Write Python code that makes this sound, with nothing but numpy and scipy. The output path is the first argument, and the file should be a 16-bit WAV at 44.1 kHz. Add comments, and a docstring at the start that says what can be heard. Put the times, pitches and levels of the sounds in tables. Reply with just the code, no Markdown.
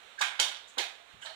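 """Aquarium, feeding time: big fish lunge at the surface, throwing up short clouds of bubbles and spray.
Splashes, falling drops and single bubbles are damped sines; jaw snaps add a noise crack to the ring.
The air space over the water and a small hard room ring on. A filtered-noise thump bumps the tank.
Equipment hisses quietly as coloured noise; the left microphone is weak below the treble."""
import sys
import numpy as np
from scipy import signal
from scipy.fft import rfft, irfft, next_fast_len
from scipy.io import wavfile
from scipy.ndimage import map_coordinates

SR = 44100
rng = np.random.default_rng(int(sys.argv[2]) if len(sys.argv) > 2 else 0)


def file_out(sig):
    """Save sig as 16-bit WAV at sys.argv[1]."""
    # one column per channel
    cols = np.atleast_2d(sig).T
    # limit, then scale
    lim = np.clip(cols, -1, 1)
    pcm = np.round(lim * 32767).astype(np.int16)
    wavfile.write(sys.argv[1], SR, pcm)


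N = 59535

# Source levels are ahead of the space and the tank colour.
# Water thrown by lunges. Each row: start in seconds, length in seconds, level in dB, centre pitch in Hz,
# pitch spread in octaves, ring of each tiny bubble in cycles per 60 dB.
SPLASH_CLOUDS = [(.177, 0.015, -42, 1680, 0.042, 24), (0.19, 0.018, -39.5, 5100, 0.47, 4.4),
                 (.2055, 0.011, -24.5, 846, 0.065, 15), (0.21, .016, -24.5, 1380, 0.31, 12),
                 (0.21, .016, -29.5, 3620, .09, 22), (.2115, 0.0099, -25.5, 6260, 0.59, 9.4),
                 (0.22, 0.0082, -25.5, 2160, 0.093, 18), (.238, .035, -32, 2040, 0.41, 14),
                 (.236, .04, -34, 3460, 0.12, 26), (0.299, .030, -37.5, 1820, 0.13, 6.7),
                 (.391, .016, -24.5, 1090, 0.732, 11.3), (.393, .014, -28.5, 873, 0.093, 17),
                 (.3915, 0.011, -25.5, 3460, 0.27, 9.5), (.3985, .004, -20.5, 6460, 0.41, 10.4),
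                 (.42, .016, -32.5, 4300, 0.66, 2.5), (.418, 0.049, -30, 3620, 0.043, 68),
                 (.415, .04, -34, 3090, 0.044, 50), (0.49, 0.062, -45, 3450, 0.095, 60),
                 (0.77, 0.016, -27.5, 628, 0.62, 5.6), (.779, .018, -30.5, 747, .17, 22),
                 (0.78, .018, -25, 2810, 0.6, 12.8), (0.78, .010, -34, 9100, 0.43, 5.1),
                 (.784, .03, -32, 4240, 0.056, 36), (0.79, .030, -31, 3280, 0.67, 7.1),
                 (0.674, 0.028, -49, 7300, 0.053, 9.4), (1.216, 0.016, -42.5, 1600, 0.24, 15),
                 (1.212, 0.051, -44.5, 7730, 0.066, 10), (1.217, .013, -43.5, 3020, 0.042, 32),
                 (1.25, 0.015, -39, 960, 0.36, 13.5), (1.249, .028, -41.5, 3500, 0.15, 22),
                 (1.252, 0.055, -41, 4200, 0.044, 76), (1.264, 0.01, -41, 1700, 0.17, 13),
                 (1.236, 0.081, -39, 658, 0.018, 35), (1.287, 0.059, -47, 3700, 0.19, 12)]
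# Jaw snaps and sharp slaps. Each row: start in seconds, level in dB, ring pitch in Hz,
# crack over the ring in dB.
JAW_SNAPS = [(0.2138, -38, 4700, 5), (0.2448, -33.5, 3380, -16), (.3985, -28, 3200, -24),
             (0.3998, -24, 3430, -4), (.402, -32.5, 3330, 4.5), (0.4113, -34, 3750, 0),
             (0.4219, -37, 3200, -7), (0.4287, -28, 3240, -22), (0.7856, -26, 3630, -9.5),
             (1.2603, -39.5, 4030, -9)]
# Single bubbles. Each row: start in seconds, level in dB, starting pitch in Hz, t60 in seconds.
SINGLE_BUBBLES = [(.187, -38.5, 1690, 0.014), (.209, -32, 850, 0.011), (.223, -41, 1660, 0.017),
                  (.555, -47.5, 3480, 0.0074), (.643, -50, 3720, 0.018), (.829, -38, 2475, 0.028),
                  (.997, -49, 681, 0.084), (1.226, -45.5, 3090, 0.027)]
# Drops falling back after big lunges. Each row: start in seconds, level of the first drops in dB.
DROP_SHOWERS = [(0.252, -41.5), (.43, -36.5), (0.799, -45)]
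# Modes of the air space over the water. Each row: frequency in Hz, level in dB re HOOD_DB, t60 in seconds.
HOOD_MODES = [(342, 3, 0.16), (491.6, 2.5, 0.23), (852.5, 6.5, 0.2), (1265, 6, 0.29), (1522, -2, 0.28),
              (1617, 2, 0.31), (2195, 8.5, 0.35), (2508, 7, 0.18), (2920, 7, 0.39), (3200, 0.5, 0.25),
              (3510, 5, 0.61), (3664, 6, 0.26), (3730, 4, 0.4), (4660, 1, 0.22), (5350, -11, 0.43),
              (5780, 7, 0.21)]
# Reflections from the glass and the lid. Each row: mean delay in seconds, level in dB re the direct sound.
WALL_ECHOES = [(.0011, -19.5), (.0019, -8.5), (.0047, -8), (.0082, -11), (0.0124, -20), (0.0192, -17)]
# Decay of the room's tail. Each row: frequency in Hz, t60 in seconds.
ROOM_DECAY = [(200, 0.17), (530, 0.49), (1400, 0.43), (3600, 0.32), (9700, 0.33)]
# Colour of the water sounds. Each row: frequency in Hz, gain in dB.
TANK_COLOUR = [(100, -6.5), (250, -5.5), (500, -8), (800, -5), (1100, -7.5), (1600, 0), (1950, -5.5),
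               (2200, -2), (2600, -3), (2820, -3), (3000, -0.5), (3800, -2), (4250, -3.5), (4700, -3),
               (5500, -7), (5800, -6), (7200, -6), (9500, -9), (11500, -20), (15000, -8)]
# Shape of the equipment noise spectrum. Each row: frequency in Hz, relative density in dB per Hz.
HISS_COLOUR = [(25, -14), (70, -10), (140, -15), (300, -8), (500, -1.5), (680, -0.5), (1050, 0), (1400, 2),
               (2300, 0), (3700, 1.5), (4200, -3.5), (4800, -17), (7500, -16), (10000, -24.5), (11500, -37),
               (15000, -25.5)]
# Slow swell of the equipment noise. Each row: time in seconds, gain in dB.
HISS_SWELL_POINTS = [(0, 1.5), (0.132, 2), (.25, 0.5), (.7, 0), (.9, 0.5), (1.1, -1), (1.35, 2)]
# Sensitivity of the left microphone. Each row: frequency in Hz, gain in dB.
LEFT_MIC_RESPONSE = [(120, -2), (300, -8), (700, -12.5), (1500, -15.5), (2500, -18), (5000, -16.5),
                     (5300, 0), (15000, 0)]

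HISS_DB, HISS_WAVER_DB, HISS_WAVER_POINTS_PER_S = -53.5, 1.07, 25
GRAINS_PER_S, GRAIN_SCATTER_DB, GRAIN_ATTACK_CYCLES = 5000, 4.5, 0.21
SWELL_SHARE = 0.19  # part of a splash over which it builds from half to full strength
BUBBLE_RISE_PER_T60, BUBBLE_ATTACK_S = 0.049, 0.001  # rise as a fraction of the pitch
SNAP_T60_S, CRACK_T60_S, CRACK_TOP_HZ = 0.0035, 0.011, 6200
DRIZZLE_S, DRIZZLE_FADE_DB_PER_S, DROP_SCATTER_DB = 0.16, 85, 2
DROP_HZ, DROP_SPREAD_OCTAVES, DROP_CYCLES = 3240, 0.39, 5
THUMP_S, THUMP_DB, THUMP_T60_S, THUMP_TOP_HZ = 1.131, -58.5, 0.32, 218
THUMP_PAN_DB = 3  # left up, right down
HOOD_DB, ROOM_DB, ROOM_BUILD_S = -9, 0.5, 0.0054
WALL_SCATTER, LEFT_LAG_S = 0.11, 0.0003  # paths to the two microphones differ; scatter is a share of the delay
LOW_CUT_HZ = 556  # small splashes radiate little bass
ALIKE = 0.017  # left-right correlation of diffuse noise
TOP_HZ = 15500


def amp(db):
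    """Decibels to gain."""
    return 10 ** (np.asarray(db) / 20)


def unit(x):
    """Scale to rms 1."""
    return x / np.sqrt(np.mean(x ** 2) + 1e-20)


def burst(x):
    """Scale a short sound to the energy of 10 ms at rms 1."""
    return x / np.sqrt(np.sum(x ** 2) / (SR / 100) + 1e-20)


def along(points, hz):
    """Read (Hz, value) points on a log axis."""
    f, v = np.transpose(points)
    return np.interp(np.log(hz + 1), np.log(f + 1), v)


def fade(t, t60):
    """Exponential decay, 60 dB in t60."""
    return np.exp(-np.log(1000) * t / t60)


def add(track, s, x):
    """Mix x into the track at time s."""
    part = track[max(round(s * SR), 0):][:len(x)]
    part += x[:len(part)]


def coloured(x, points):
    """Minimum-phase filter, by folded cepstrum, with a gain of (Hz, dB) points."""
    m = 2 * next_fast_len(N)
    gain = amp(along(points, np.fft.rfftfreq(m, 1 / SR)))
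    cepstrum = irfft(np.log(gain), m)
    cepstrum[1:m // 2] *= 2
    cepstrum[m // 2 + 1:] = 0
    return irfft(rfft(x, m) * np.exp(rfft(cepstrum)), m)[..., :N]


def diffuse(size):
    """White noise for two microphones, correlated by ALIKE."""
    a, b = rng.standard_normal((2, size))
    u = np.arccos(ALIKE) / 2
    shared, opposed = np.cos(u) * a, np.sin(u) * b
    return np.array([shared + opposed, shared - opposed])


def equipment():
    """Equipment rush: coloured noise with a slow swell and a slight random waver in level."""
    waver = map_coordinates(rng.standard_normal(size=64), [np.arange(N) * HISS_WAVER_POINTS_PER_S / SR])
    swell_db = np.interp(np.arange(N) / SR, *np.transpose(HISS_SWELL_POINTS))
    level = amp(HISS_DB + swell_db + HISS_WAVER_DB * waver)
    return level * unit(coloured(diffuse(N), HISS_COLOUR))


def grain(t, hz, cycles):
    """One tiny bubble or drop: a damped sine with a soft start."""
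    attack = 1 - np.exp(-t * hz / GRAIN_ATTACK_CYCLES)
    return burst(np.sin(2 * np.pi * hz * t) * fade(t, cycles / hz) * attack)


def splashes():
    """Each splash is a swelling cloud of tiny damped bubbles at its own spot on the surface."""
    out, t = np.zeros((2, N)), np.arange(SR // 25) / SR
    for s, length, db, centre_hz, spread, cycles in SPLASH_CLOUDS:
        when = rng.random(size=256)  # share of the splash length
        pitch, strength, sign = rng.standard_normal((3, len(when)))
        swell = np.minimum(0.5 + when / (2 * SWELL_SHARE), 1)
        size = np.sign(sign) * amp(GRAIN_SCATTER_DB * strength) * swell
        cloud, spot = np.zeros(SR // 6), np.zeros(N)
        for k in range(int(np.clip(length * GRAINS_PER_S, 1, len(when)))):
            hz = min(centre_hz * 2 ** (spread * pitch[k]), TOP_HZ)
            add(cloud, when[k] * length, size[k] * grain(t, hz, cycles))
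        add(spot, s, amp(db) * burst(cloud))
        out += space(spot)
    return out


def space(x):
    """Direct sound, near reflections, the ringing air space and the room's tail, new paths at each call."""
    t = np.arange(SR // 2) / SR
    hz, frames, z = signal.stft(diffuse(len(t)), SR, nperseg=256)
    z = z * fade(frames, along(ROOM_DECAY, hz)[:, None])
    tail = signal.istft(z, SR, nperseg=256)[1][:, :len(t)]
    tail *= 1 - np.exp(-t / ROOM_BUILD_S)
    response = amp(ROOM_DB) * tail / np.linalg.norm(tail[0])
    for side, lag in zip(response, (LEFT_LAG_S, 0)):
        add(side, lag, np.ones(1))  # direct sound
        for delay, db in WALL_ECHOES:
            add(side, delay * (1 + WALL_SCATTER * rng.standard_normal()), amp([db]))
        for f, db, t60 in HOOD_MODES:
            mode = np.sin(2 * np.pi * (f * t + rng.random())) * fade(t, t60)
            per_sample = 10 * np.log(1000) / (t60 * SR)  # equal peak gain for any t60
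            side += amp(HOOD_DB + db) * per_sample * mode
    return signal.fftconvolve(x[None], response, axes=1)[:, :N]


def bubbles():
    """Larger bubbles start softly, ring alone and rise a little in pitch."""
    out, t = np.zeros(N), np.arange(SR // 8) / SR
    for s, db, hz, t60 in SINGLE_BUBBLES:
        phase = 2 * np.pi * hz * (t + BUBBLE_RISE_PER_T60 * t ** 2 / (2 * t60))
        attack = 1 - np.exp(-(t / BUBBLE_ATTACK_S) ** 2)
        add(out, s, amp(db) * burst(np.sin(phase) * fade(t, t60) * attack))
    return out


def snaps():
    """A jaw shuts: a broad noise crack and a short damped ring."""
    out, t = np.zeros(N), np.arange(SR // 50) / SR
    soften = signal.butter(2, CRACK_TOP_HZ, fs=SR, output='sos')
    for s, db, hz, crack_db in JAW_SNAPS:
        ring = burst(np.sin(2 * np.pi * hz * t) * fade(t, SNAP_T60_S))
        noise = rng.standard_normal(len(t)) * fade(t, CRACK_T60_S)
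        crack = burst(signal.sosfilt(soften, np.diff(noise, prepend=0)))
        add(out, s, amp(db) * (ring + amp(crack_db) * crack))
    return out


def drizzle():
    """Scattered drops fall back, on the whole ever fainter, each a short damped ring."""
    out, t = np.zeros(N), np.arange(SR // 50) / SR
    for s, first_db in DROP_SHOWERS:
        times = rng.random(size=12) * DRIZZLE_S
        for when, pitch, strength in zip(times, *rng.standard_normal(size=(2, 12))):
            hz = min(DROP_HZ * 2 ** (DROP_SPREAD_OCTAVES * pitch), TOP_HZ)
            db = first_db - DRIZZLE_FADE_DB_PER_S * when + DROP_SCATTER_DB * strength
            add(out, s + when, amp(db) * grain(t, hz, DROP_CYCLES))
    return out


def thump():
    """A body bumps the tank: faint decaying low-band noise, a little different at each microphone."""
    out, t = np.zeros((2, N)), np.arange(SR // 4) / SR
    dull = signal.butter(2, [THUMP_TOP_HZ / 5, THUMP_TOP_HZ], 'band', fs=SR, output='sos')
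    lows = signal.sosfilt(dull, diffuse(len(t)))
    for side, low, pan_db in zip(out, lows, (THUMP_PAN_DB, -THUMP_PAN_DB)):
        add(side, THUMP_S, amp(THUMP_DB + pan_db) * unit(low) * fade(t, THUMP_T60_S))
    return out


def scene():
    """The feeding sounds in their space, with the thump, over the equipment noise."""
    water = splashes() + space(snaps()) + space(bubbles() + drizzle())
    low_cut = signal.butter(2, LOW_CUT_HZ, 'high', fs=SR, output='sos')
    water = signal.sosfilt(low_cut, water)
    return coloured(water, TANK_COLOUR) + thump() + equipment()


def record(dry):
    """An uneven microphone pair and the recorder's band limit."""
    pair = np.array([coloured(dry[0], LEFT_MIC_RESPONSE), dry[1]])
    m = 2 * next_fast_len(N)
    passband = np.fft.rfftfreq(m, 1 / SR) < TOP_HZ
    return irfft(rfft(pair, m) * passband, m)[:, :N]


dry = scene()
out = record(dry)
file_out(out)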